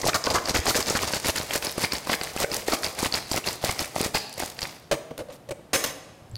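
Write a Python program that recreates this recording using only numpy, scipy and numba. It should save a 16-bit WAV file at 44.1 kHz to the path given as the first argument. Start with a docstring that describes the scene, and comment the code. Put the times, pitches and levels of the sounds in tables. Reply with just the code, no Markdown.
"""Ice is shaken hard in a steel shaker: cubes and a big chunk knock on its base, wall and cap over a rush of chips.
Every blow wakes a crowd of short damped modes; the chips are thousands of ticks swelling and bursting at each end.
The shaker is set on a stone-topped bar, its cap is twisted off and dropped beside it, with small clinks nearby.
A hard-walled room of decaying noise rings after every blow, faint air lies below and a limiter holds the peaks."""
import sys
import numpy as np
from scipy import signal
from scipy.fft import rfft, irfft
from scipy.io import wavfile
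from scipy.ndimage import uniform_filter1d, minimum_filter1d
from numba import njit

SR = 44100
rng = np.random.default_rng(int(sys.argv[2]) if len(sys.argv) > 2 else 0)


def write(x):
    x = np.atleast_2d(x).T
    wavfile.write(sys.argv[1], SR, np.round(np.clip(x, -1, 1) * 32767).astype(np.int16))


N = 281005
TOP_HZ = 15800  # steep top cut of the finished sound


def undb(db):
    """Amplitude factor of a level in dB."""
    return 10 ** (np.asarray(db) / 20)


def colour(x, points):
    """Shape a spectrum by (Hz, dB) points, joined by straight lines over log frequency."""
    hz, db = np.transpose(points)[:2]
    f = np.arange(len(x) // 2 + 1) * SR / len(x) + 1e-3  # keeps the logarithm finite at 0 Hz
    gain = undb(np.interp(np.log(f), np.log(hz), db))
    return irfft(rfft(x) * gain, len(x))


@njit
def ring(n, start, pole, size):
    """Sum of damped sines, each a turning, shrinking phasor followed until it has faded by 60 dB."""
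    out = np.zeros(n)
    for k in range(len(start)):
        z, i, end = size[k], start[k], abs(size[k]) * 1e-3
        while i < n and abs(z) > end:
            out[i] += z.imag
            z *= pole[k]
            i += 1
    return out


def strike(start_s, pitch_hz, t60_s, level_db):
    """Start a damped mode at each (time, pitch, decay, level), from rest and with a random sign."""
    columns = np.broadcast_arrays(start_s, pitch_hz, t60_s, level_db)
    start_s, pitch_hz, t60_s, level_db = (np.ravel(column) for column in columns)
    pitch_hz = np.clip(pitch_hz, 20, SR * .45)
    decay = np.log(1000) / (np.maximum(t60_s, 1e-3) * SR)
    pole = np.exp(2j * np.pi * pitch_hz / SR - decay)
    size = undb(level_db) * rng.choice([-1, 1], len(start_s)) + 0j
    return ring(N, (start_s * SR).astype(np.int64), pole, size)


def cluster(start_s, level_db, centre_hz, octaves, t60_s, lasts_s=.0028, count=24):
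    """Each blow lands somewhere else, so it rings another crowd of modes around the centre."""
    shape = (len(start_s), count)
    pitch_hz = centre_hz * 2 ** (octaves * rng.standard_normal(shape))
    late = rng.random(shape)  # 0 to 1 through the contact
    when_s = start_s[:, None] + np.reshape(lasts_s, (-1, 1)) * late
    mode_db = level_db[:, None] - 10 * np.log10(count) + 2.0
    mode_db = mode_db + 2.48 * rng.standard_normal(shape)
    mode_db = mode_db - 10 * late  # the contact weakens
    return strike(when_s, pitch_hz, t60_s, np.where(pitch_hz < TOP_HZ, mode_db, -200))


# How each part of the wet, hand-held shaker answers a blow, in the order body, wall, cap end, ice:
# centre_hz, spread [octaves], t60_s, gain_db
PARTS = [(485.5, 0.877, 0.018, 3), (2135, 0.334, 0.011, 0.5), (4720, 0.086, 0.0054, 2.5),
         (7420, 0.524, 0.0045, 2)]
# How long a blow keeps feeding each part: lasts_s
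CONTACT_S = (.002, .0025, .003, .0035)
# Modes that one blow wakes in each part: count
MODES_RUNG = (10, 10, 5, 40)
# The whole shaker jolts in the hands: a very short click, its pitches flung across the whole range
JOLT_HZ, JOLT_OCTAVES, JOLT_T60_S, JOLT_DB = 105, 12, .001, -12


def ice():
    """Blows of ice ring the four parts of the shaker, jolt it whole and sound hollow on its flank."""
    start_s, *part_db = blows()
    out = hollow_flank()
    for level_db, count, lasts_s, part in zip(part_db, MODES_RUNG, CONTACT_S, PARTS):
        hz, octaves, t60_s, gain_db = part
        out += cluster(start_s, level_db + gain_db, hz, octaves, t60_s, lasts_s, count)
    jolt_db = part_db[0] + JOLT_DB
    return out + cluster(start_s, jolt_db, JOLT_HZ, JOLT_OCTAVES, JOLT_T60_S, count=6)


def blows():
    """Gather every blow as rows of start_s, then level_db into body, wall, cap end and ice."""
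    return np.hstack([chunk(), cubes(), cracks(), rattle()])


# The big chunk thuds into the filled body: start_s, level_db
CHUNK = [(.033, -21), (.042, -16.5), (0.053, -13.5), (0.064, -7), (0.083, -6), (.144, -25), (.271, -0.5),
         (.303, -32), (0.344, -18.5), (0.484, -20.5), (.555, -17), (0.562, -9), (.656, -16.5), (.666, -8),
         (.68, -11), (0.692, -17), (.763, -22), (.796, -23), (0.905, -11), (.951, -15), (1.033, -12.5),
         (1.135, -13), (1.247, -17), (1.26, -18.5), (1.288, -17.5), (1.4, -19), (1.507, -18.5),
         (1.555, -11.5), (1.779, -13.5), (1.838, -8.5), (1.932, -22), (2.071, -15), (2.095, -5),
         (2.14, -16), (2.213, -19), (2.363, -21), (2.401, -18.5), (2.417, -20), (2.443, -10),
         (2.523, -21.5), (2.572, -24), (2.683, -9.5), (2.722, -13), (2.732, -5.5), (3.029, -15),
         (3.06, -19), (3.14, -14), (3.315, -15), (3.342, -12.5), (3.377, -16), (3.473, -25), (3.639, -9.5),
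         (3.693, -9), (3.961, -16.5), (3.981, -22), (4.007, -11), (4.029, -18), (4.047, -30), (4.148, -7),
         (4.378, -21), (4.401, -18.5), (4.423, -15.5), (4.434, -18)]
CHUNK_RING_DB, CHUNK_CRACK_DB = -16.5, -13.5  # into the steel and into the ice, against the thud


def chunk():
    """A heavy piece drives the body hardest and the steel and ice less."""
    start_s, db = np.transpose(CHUNK)
    return [start_s, db, db + CHUNK_RING_DB, db + CHUNK_RING_DB, db + CHUNK_CRACK_DB]


# Cubes knock on the steel: start_s, level_db, spot [0 the wall, 1 the cap end]
CUBES = [(.084, -6.5, 0.17), (0.099, -17, .1), (0.132, -11.5, .05), (0.143, -4, 0.65), (.24, -14.5, 0.71),
         (0.249, -16, 0.83), (0.266, -12, 0.45), (0.302, -6.5, 0.99), (0.353, -17, .07), (.383, -12, .05),
         (0.457, -15, 0.73), (0.474, -17, 0.73), (0.494, -11, 0.76), (0.553, -21, .35), (.555, -15, 1),
         (0.561, 2, 0.31), (0.667, -8, 0.55), (.68, -22, .25), (0.694, 0, .95), (0.746, -15, 0.49),
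         (0.765, -25, 0.44), (.826, -13, 0.94), (.887, -24, 0.8), (.904, -12, 1), (0.952, -13, .45),
         (0.99, -15, .1), (1.135, -3.5, .45), (1.248, -17, .2), (1.259, -12, 0.78), (1.287, -15, .3),
         (1.358, -15.5, 0.63), (1.38, -13, 0.59), (1.508, -14.5, .12), (1.533, -15, .2), (1.555, -11, 0.17),
         (1.562, -22, 1), (1.624, -13.5, 0.32), (1.668, -6, 0.9), (1.695, -19, 0.74), (1.84, -6.5, 0.79),
         (1.848, -11.5, 0.31), (1.921, -6, 0.76), (1.934, -16, .7), (1.953, -18, 0.51), (2.098, -12, .05),
         (2.119, -21, .1), (2.131, -7, 0.46), (2.138, -6, 0.12), (2.212, -15.5, 0.46), (2.272, -23.5, 0.12),
         (2.375, -18, 0.28), (2.445, -16, 0.086), (2.516, -13.5, 0.65), (2.537, -12, .75),
         (2.683, -24, 0.9), (2.721, -7, 0.76), (2.732, -15, .35), (2.768, -20, .5), (2.833, -14, 0.49),
         (2.845, -10, 1), (2.863, -11, 0.75), (2.988, -20.5, 0.11), (3.124, -13.5, 0.98), (3.14, 0, 0.98),
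         (3.144, -4, 0.93), (3.173, -18, .4), (3.314, -9, 0.9), (3.333, -15, .95), (3.367, -20, .25),
         (3.375, -15, .1), (3.44, -19, 0.051), (3.473, -3, 0.74), (3.486, -6, 0.92), (3.647, -16, .94),
         (3.696, -15, 0.96), (3.707, -19, 0.29), (3.77, -38, 0.36), (3.792, -9.5, 0.78),
         (3.962, -17.5, 0.51), (4.006, -15, 1), (4.03, -18, 0.98), (4.146, 1.5, 0.77), (4.171, -14, .72),
         (4.517, -32, 0.28), (4.567, -35, .6), (4.59, -18.5, 0.62), (4.618, -13, 0.79), (4.629, -8, .97),
         (4.637, -20, .95), (4.653, -17.5, .3), (4.692, -24.5, 0.62)]
CUBE_THUD_DB, CUBE_CRACK_DB = -16, -36  # into the body and into the ice, against the knock


def cubes():
    """The spot of a knock shares its power between wall and cap end."""
    start_s, db, spot = np.transpose(CUBES)
    angle = np.clip(spot, .01, .99) * np.pi / 2
    wall_db = db + 20 * np.log10(np.cos(angle))
    cap_end_db = db + 20 * np.log10(np.sin(angle))
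    return [start_s, db + CUBE_THUD_DB, wall_db, cap_end_db, db + CUBE_CRACK_DB]


# Ice cracks on ice: start_s, level_db
CRACKS = [(0.053, -15), (.071, -10), (0.145, -1), (0.242, -19), (.343, -19), (.355, -10), (0.487, -16),
          (0.656, -20), (0.765, -5), (1.248, -18), (1.535, -11), (1.556, -23), (1.78, -19), (1.818, -16.5),
          (2.072, -24), (2.234, -29), (2.363, -19), (2.4, -18.5), (2.444, -20), (2.681, -18), (2.99, -15),
          (3.029, -16), (3.314, -14), (3.648, -11), (3.667, -25), (3.707, -17), (3.794, -21), (3.962, -32),
          (4.294, -29), (4.327, -23), (4.339, -25), (4.379, -22), (4.4, -16), (4.478, -27), (4.59, -34)]


def cracks():
    """Ice on ice leaves body, wall and cap end silent."""
    start_s, db = np.transpose(CRACKS)
    silent = np.full((3, len(start_s)), -np.inf)
    return [start_s, *silent, db]


RATTLE_RATE = 260  # blows per s
RATTLE_SCATTER_DB = 8
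# Rattle in body, wall, cap end and ice, against the rush of chips: level_db
RATTLE_DB = (-7.5, -7, -17, 2.5)


def rattle():
    """Small pieces strike at random times, as strongly as the rush of chips at that moment."""
    t, power = rush()
    last_s = CRASH[-1][0]
    start_s = np.sort(rng.random(int(RATTLE_RATE * last_s))) * last_s
    rush_db = np.interp(start_s, t, 10 * np.log10(power[0]))
    scatter_db = RATTLE_SCATTER_DB * rng.standard_normal((len(PARTS), len(start_s)))
    return [start_s, *(rush_db + np.reshape(RATTLE_DB, (-1, 1)) + scatter_db)]


# A heap of ice lands on the flank that faces the microphone: start_s, lasts_s, level_db
HOLLOW = [(.085, .015, -12), (.145, .02, -7), (0.349, 0.027, -5.5), (0.553, .02, -12.5), (0.695, .02, -13),
          (0.765, 0.022, -16), (.955, .025, -12.5), (1.029, .02, -31)]
# Its hollow ring: centre_hz, spread [octaves], t60_s
HOLLOW_RING = (1314, 0.287, 0.03)


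def hollow_flank():
    """A landing heap feeds a crowd of mid-pitched modes over a longer contact."""
    start_s, lasts_s, db = np.transpose(HOLLOW)
    return cluster(start_s, db, *HOLLOW_RING, lasts_s, count=30)


# Colour of the chips: pitch_hz, relative density [dB per Hz]
CHIPS = [(35, -39), (60, -4), (248, -13), (642, -3), (976, -6.5), (1630, -9.5), (2100, -5), (3120, -8),
         (4740, -4), (5580, -7.5), (15500, -21)]
CHIP_RATE, CHIP_CYCLES, CHIP_SCATTER_DB = 12000, 5.3, 3  # ticks per s, cycles to fade by 60 dB, mean lift


def crashes():
    """Thousands of ice chips tick on the steel, a few cycles each at any pitch, piling up at each end of a stroke."""
    when, height, luck = rng.random((int(CHIP_RATE * N / SR), 3)).T
    hz = 60 * (15500 / 60) ** height
    even_db = 20 * np.log10(hz)  # equal energy per Hz before colouring
    tick_db = even_db - CHIP_SCATTER_DB * np.log(luck)
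    ticks = colour(strike(when * N / SR, hz, CHIP_CYCLES / hz, tick_db), CHIPS)
    lowpass = signal.butter(2, 1500, fs=SR, output="sos")
    slosh = signal.sosfiltfilt(lowpass, ticks)
    t, powers = rush()
    out = np.zeros(N)
    for part, power in zip((ticks - slosh, slosh), powers):
        level = np.interp(np.arange(N) / SR, t, np.sqrt(power))
        out += part / np.std(part) * level
    return out


# Chips and liquid crash into an end: loudest_s, lasts_s, level_db [before CRASH_DB], shape
CRASH = [(.002, 0.13, -36.5, "burst"), (0.094, 0.039, -18.5, "swell"), (0.151, 0.018, -14.5, "burst"),
         (0.262, 0.048, -24.5, "burst"), (0.306, 0.027, -22, "burst"), (0.351, 0.03, -16, "burst"),
         (.507, 0.059, -24.5, "swell"), (.552, .036, -16.5, "burst"), (0.701, 0.037, -13, "swell"),
         (0.76, .03, -14.5, "burst"), (.806, 0.015, -20.5, "burst"), (0.882, 0.072, -23, "burst"),
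         (0.974, 0.043, -22, "swell"), (1.022, 0.082, -25, "burst"), (1.081, 0.033, -25.5, "burst"),
         (1.17, 0.069, -24.5, "swell"), (1.298, 0.057, -19.5, "swell"), (1.373, 0.12, -28, "burst"),
         (1.565, 0.073, -23, "swell"), (1.647, 0.1, -27.5, "burst"), (1.849, 0.077, -23.5, "swell"),
         (1.936, 0.091, -29.5, "burst"), (2.139, 0.069, -22, "swell"), (2.242, 0.16, -33.5, "burst"),
         (2.432, 0.061, -22, "swell"), (2.537, 0.12, -29.5, "burst"), (2.688, 0.071, -27.5, "burst"),
         (2.746, 0.034, -20, "swell"), (2.848, 0.082, -27.5, "burst"), (3.005, 0.022, -26.5, "swell"),
         (3.062, 0.085, -23.5, "swell"), (3.146, 0.1, -28.5, "burst"), (3.378, 0.082, -25.5, "swell"),
         (3.472, 0.087, -26.5, "burst"), (3.662, 0.13, -26.5, "burst"), (3.806, 0.071, -27.5, "burst"),
         (4.016, 0.071, -27.5, "swell"), (4.047, 0.042, -23.5, "burst"), (4.151, 0.026, -16, "burst"),
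         (4.404, 0.12, -31.5, "burst"), (4.631, 0.16, -35, "burst")]
# A swell piles up and stops short, a burst comes at once and dies away:
# rising share of the length, slosh_db, fade ahead of the first arrival [dB per s]
SHAPES = {"swell": (0.8, -3, 66), "burst": (0.3, -2.5, 1100)}
RISE_DB, FALL_DB, CRASH_DB = 11.5, 11.5, -3  # climb to the peak, drop to the end, level of all crashes
TRICKLE_DB, TRICKLE_S = -23, .14  # stray chips: level and time constant


def rush():
    """Power of chips and slosh over time (1 ms steps): each crash rises and falls, then stray chips trickle."""
    t = np.arange(0, N / SR, .001)
    peak_s, lasts_s, db = np.transpose([row[:3] for row in CRASH])[:, :, None]
    share, slosh_db, early_db = np.transpose([SHAPES[row[3]] for row in CRASH])[:, :, None]
    late = (t - peak_s) / lasts_s  # in lengths of the crash, negative before the peak
    rise_db = RISE_DB * late / share
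    fall_db = -FALL_DB * late / (1 - share)
    db = db + CRASH_DB + np.where(late < 0, rise_db, fall_db)
    db += np.abs(early_db) * np.minimum(late + share, 0) * lasts_s
    chip_power = np.sum(undb(db) ** 2, axis=0)
    slosh_power = np.sum(undb(db + slosh_db) ** 2, axis=0)
    power = np.array([chip_power, slosh_power])
    step = .001 / TRICKLE_S
    trickle = signal.lfilter([step], [1, step - 1], power)
    return t, np.abs(power + undb(TRICKLE_DB) ** 2 * trickle) + 1e-18


# Shaker and cap on the bar: start_s, contact lasts_s, bar_db, clack_db, clack centre_hz
SET_DOWN = [(4.913, 0.019, -19, -17, 2295), (4.935, 0.02, -28, -28.5, 1990), (5.107, 0.011, -34, -42, 1480),
            (5.178, 0.0029, -46, -29.5, 5990), (5.188, 0.02, -34, -36.5, 1780),
            (5.202, .022, -36, -41, 1800), (5.285, 0.012, -44, -48, 1760),
            (5.299, 0.026, -41.5, -43.5, 1580), (5.322, 0.046, -45, -45, 8000),
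            (5.489, 0.0081, -40, -38.5, 4000), (5.508, .016, -30.5, -31.5, 2550),
            (5.593, 0.0049, -47, -59, 1200), (5.732, .03, -17, -6.5, 3630),
            (5.839, 0.016, -36.5, -19.5, 4020), (5.86, 0.053, -37, -29.5, 4440)]
# Modes of the bar: pitch_hz, level_db, t60_s
BAR = [(140, -12, .09), (250, -11, .05), (335, -7, .05), (478, -4, .07), (530, 0, .065), (575, -4, .05),
       (640, -7, .04), (760, -8, .04), (915, -12, .04), (1165, -15, .04)]
# Modes of the loose cap: pitch_hz, level_db, t60_s
CAP = [(5250, -15, .06), (6295, 0, .055), (12030, -14, .05)]
# Clack of the steel: spread [octaves], t60_s
CLACK = (1.5, 0.014)
# Tilt of the clack's treble: pitch_hz, gain_db
CLACK_TOP = [(6000, 1), (10000, 1.5), (15500, -1)]
BOUNCE_DB = -1  # each later bounce against the first touch
CAP_OFF_S, CAP_DB = 5.7, -10  # from here the loose cap itself hits the stone; its ring against the clack


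def set_down():
    """Every contact is a chatter of small blows into the bar and the steel base; from 5.7 s on, the loose cap
    rings as well."""
    start_s, lasts_s, bar_db, clack_db, clack_hz = np.transpose(SET_DOWN)
    cap_db = np.where(start_s > CAP_OFF_S, clack_db + CAP_DB, -np.inf)
    octaves, t60_s = CLACK
    # a longer contact spreads its blows out, so they are lifted
    chatter_db = clack_db + 10 * np.log10(lasts_s / t60_s * 10 + 1)
    clack = cluster(start_s, chatter_db, clack_hz[:, None], octaves, t60_s, lasts_s, count=500)
    out = colour(clack, CLACK_TOP)
    turn = np.arange(4)[:, None]  # first touch and three bounces
    bounce_s = start_s[:, None, None] + lasts_s[:, None, None] * turn / 4
    for modes, blow_db, wander in ((BAR, bar_db, .018), (CAP, cap_db, .002)):
        hz, mode_db, t60_s = np.transpose(modes)
        # pitches shift a little from bounce to bounce, as the load does
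        hz = hz * (1 + wander * rng.standard_normal((len(start_s), len(turn), len(hz))))
        spot_db = 2.9 * rng.standard_normal((len(start_s), 1, hz.shape[-1]))  # every contact has its own spot
        level_db = blow_db[:, None, None] + mode_db + spot_db + BOUNCE_DB * (turn > 0)
        out += strike(bounce_s, hz, t60_s, level_db)
    return out


# Small clinks and dull bumps: start_s, pitch_hz, level_db, t60_s
NEARBY = [(0.59, 76, -18, 0.091), (6.297, 10900, -46, 0.0041), (6.314, 7700, -41, 0.0082),
          (6.22, 112, -42, .1), (6.298, 95, -42, .15), (6.319, 118, -36, 0.13), (6.335, 105, -31, 0.24),
          (6.356, 4550, -21.5, 0.0071), (6.355, 12500, -46, .015), (6.365, 4450, -32, 0.014),
          (6.365, 10100, -43, 0.012)]


def nearby():
    """Each clink or bump is a single damped mode."""
    start_s, hz, db, t60_s = np.transpose(NEARBY)
    return strike(start_s, hz, t60_s, db)


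# Diffuse echo by range: centre_hz, t60_s, level_db
ROOM = [(123, 0.98, -19), (570, 1, -12.5), (1900, 0.79, -13.5), (5130, 0.95, -18.5), (11900, 0.39, -10.5)]
ROOM_ONSET_S = .0081


def room(x):
    """Diffuse echo: noise that builds up in a few ms and fades at its own rate in each range."""
    t = np.arange(SR) / SR
    onset = 1 - np.exp(-(t / ROOM_ONSET_S) ** 2)
    tail = np.zeros(SR)
    for hz, t60_s, db in ROOM:
        hump = [(hz / 4, -30), (hz / 2, -3), (hz, 0), (hz * 2, -3), (hz * 4, -30)]
        band = colour(rng.standard_normal(SR), hump)
        fade = np.exp(-np.log(1000) * t / t60_s) * onset
        tail += undb(db) * band * fade / np.sqrt(np.sum(fade ** 2))
    return signal.fftconvolve(x, tail)[:N]


# Colour of the air: pitch_hz, relative density [dB per Hz]
AIR = [(18, -42), (30, -14.5), (130, 1.5), (443, -8), (767, -7.5), (852, -12.5), (6210, -30), (12300, -33),
       (15500, -42)]
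AIR_DB = -51  # RMS level


def air():
    """Steady background: coloured noise at a constant level."""
    noise = colour(rng.standard_normal(N), AIR)
    return noise / np.std(noise) * undb(AIR_DB)


# Colour while the flank of the shaker faces the microphone in the first, quick strokes: pitch_hz, gain_db
FLANK = [(60, 2), (300, 2), (1250, -0.5), (2800, -1.5), (4700, 0.5), (6300, 2.5), (10000, -3.5)]
# The shaker turns away between: start_s, end_s
TURN_S = (0.57, 1.55)


def scene():
    """Shaker turning from its flank, contacts on the bar and nearby, all echoed by the room, over the air."""
    shaker = ice() + crashes()
    turned = np.interp(np.arange(N) / SR, TURN_S, (0, 1))
    shaker = turned * shaker + (1 - turned) * colour(shaker, FLANK)
    near = shaker + set_down() + nearby()
    return (near + room(near) + air())[None]


@njit
def limit(x, need, release):
    """The gain drops at once to what is needed and recovers exponentially."""
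    y, g = np.empty(len(x)), 1.
    for i in range(len(x)):
        g = min(need[i], g + (1 - g) * release)
        y[i] = g * x[i]
    return y


LIMIT_DB, RELEASE_S = -12, .0013  # peak ceiling, recovery time constant


def record(dry):
    """Look-ahead peak limiter, then the steep top cut."""
    need = np.minimum(1, undb(LIMIT_DB) / (np.abs(dry[0]) + 1e-9))
    need = uniform_filter1d(minimum_filter1d(need, size=65), size=33)  # sizes in samples
    held = limit(dry[0], need, 1 / (RELEASE_S * SR))
    top_cut = signal.ellip(10, .2, 70, TOP_HZ, fs=SR, output="sos")
    return signal.sosfilt(top_cut, held)[None]


dry = scene()
out = record(dry)
write(out)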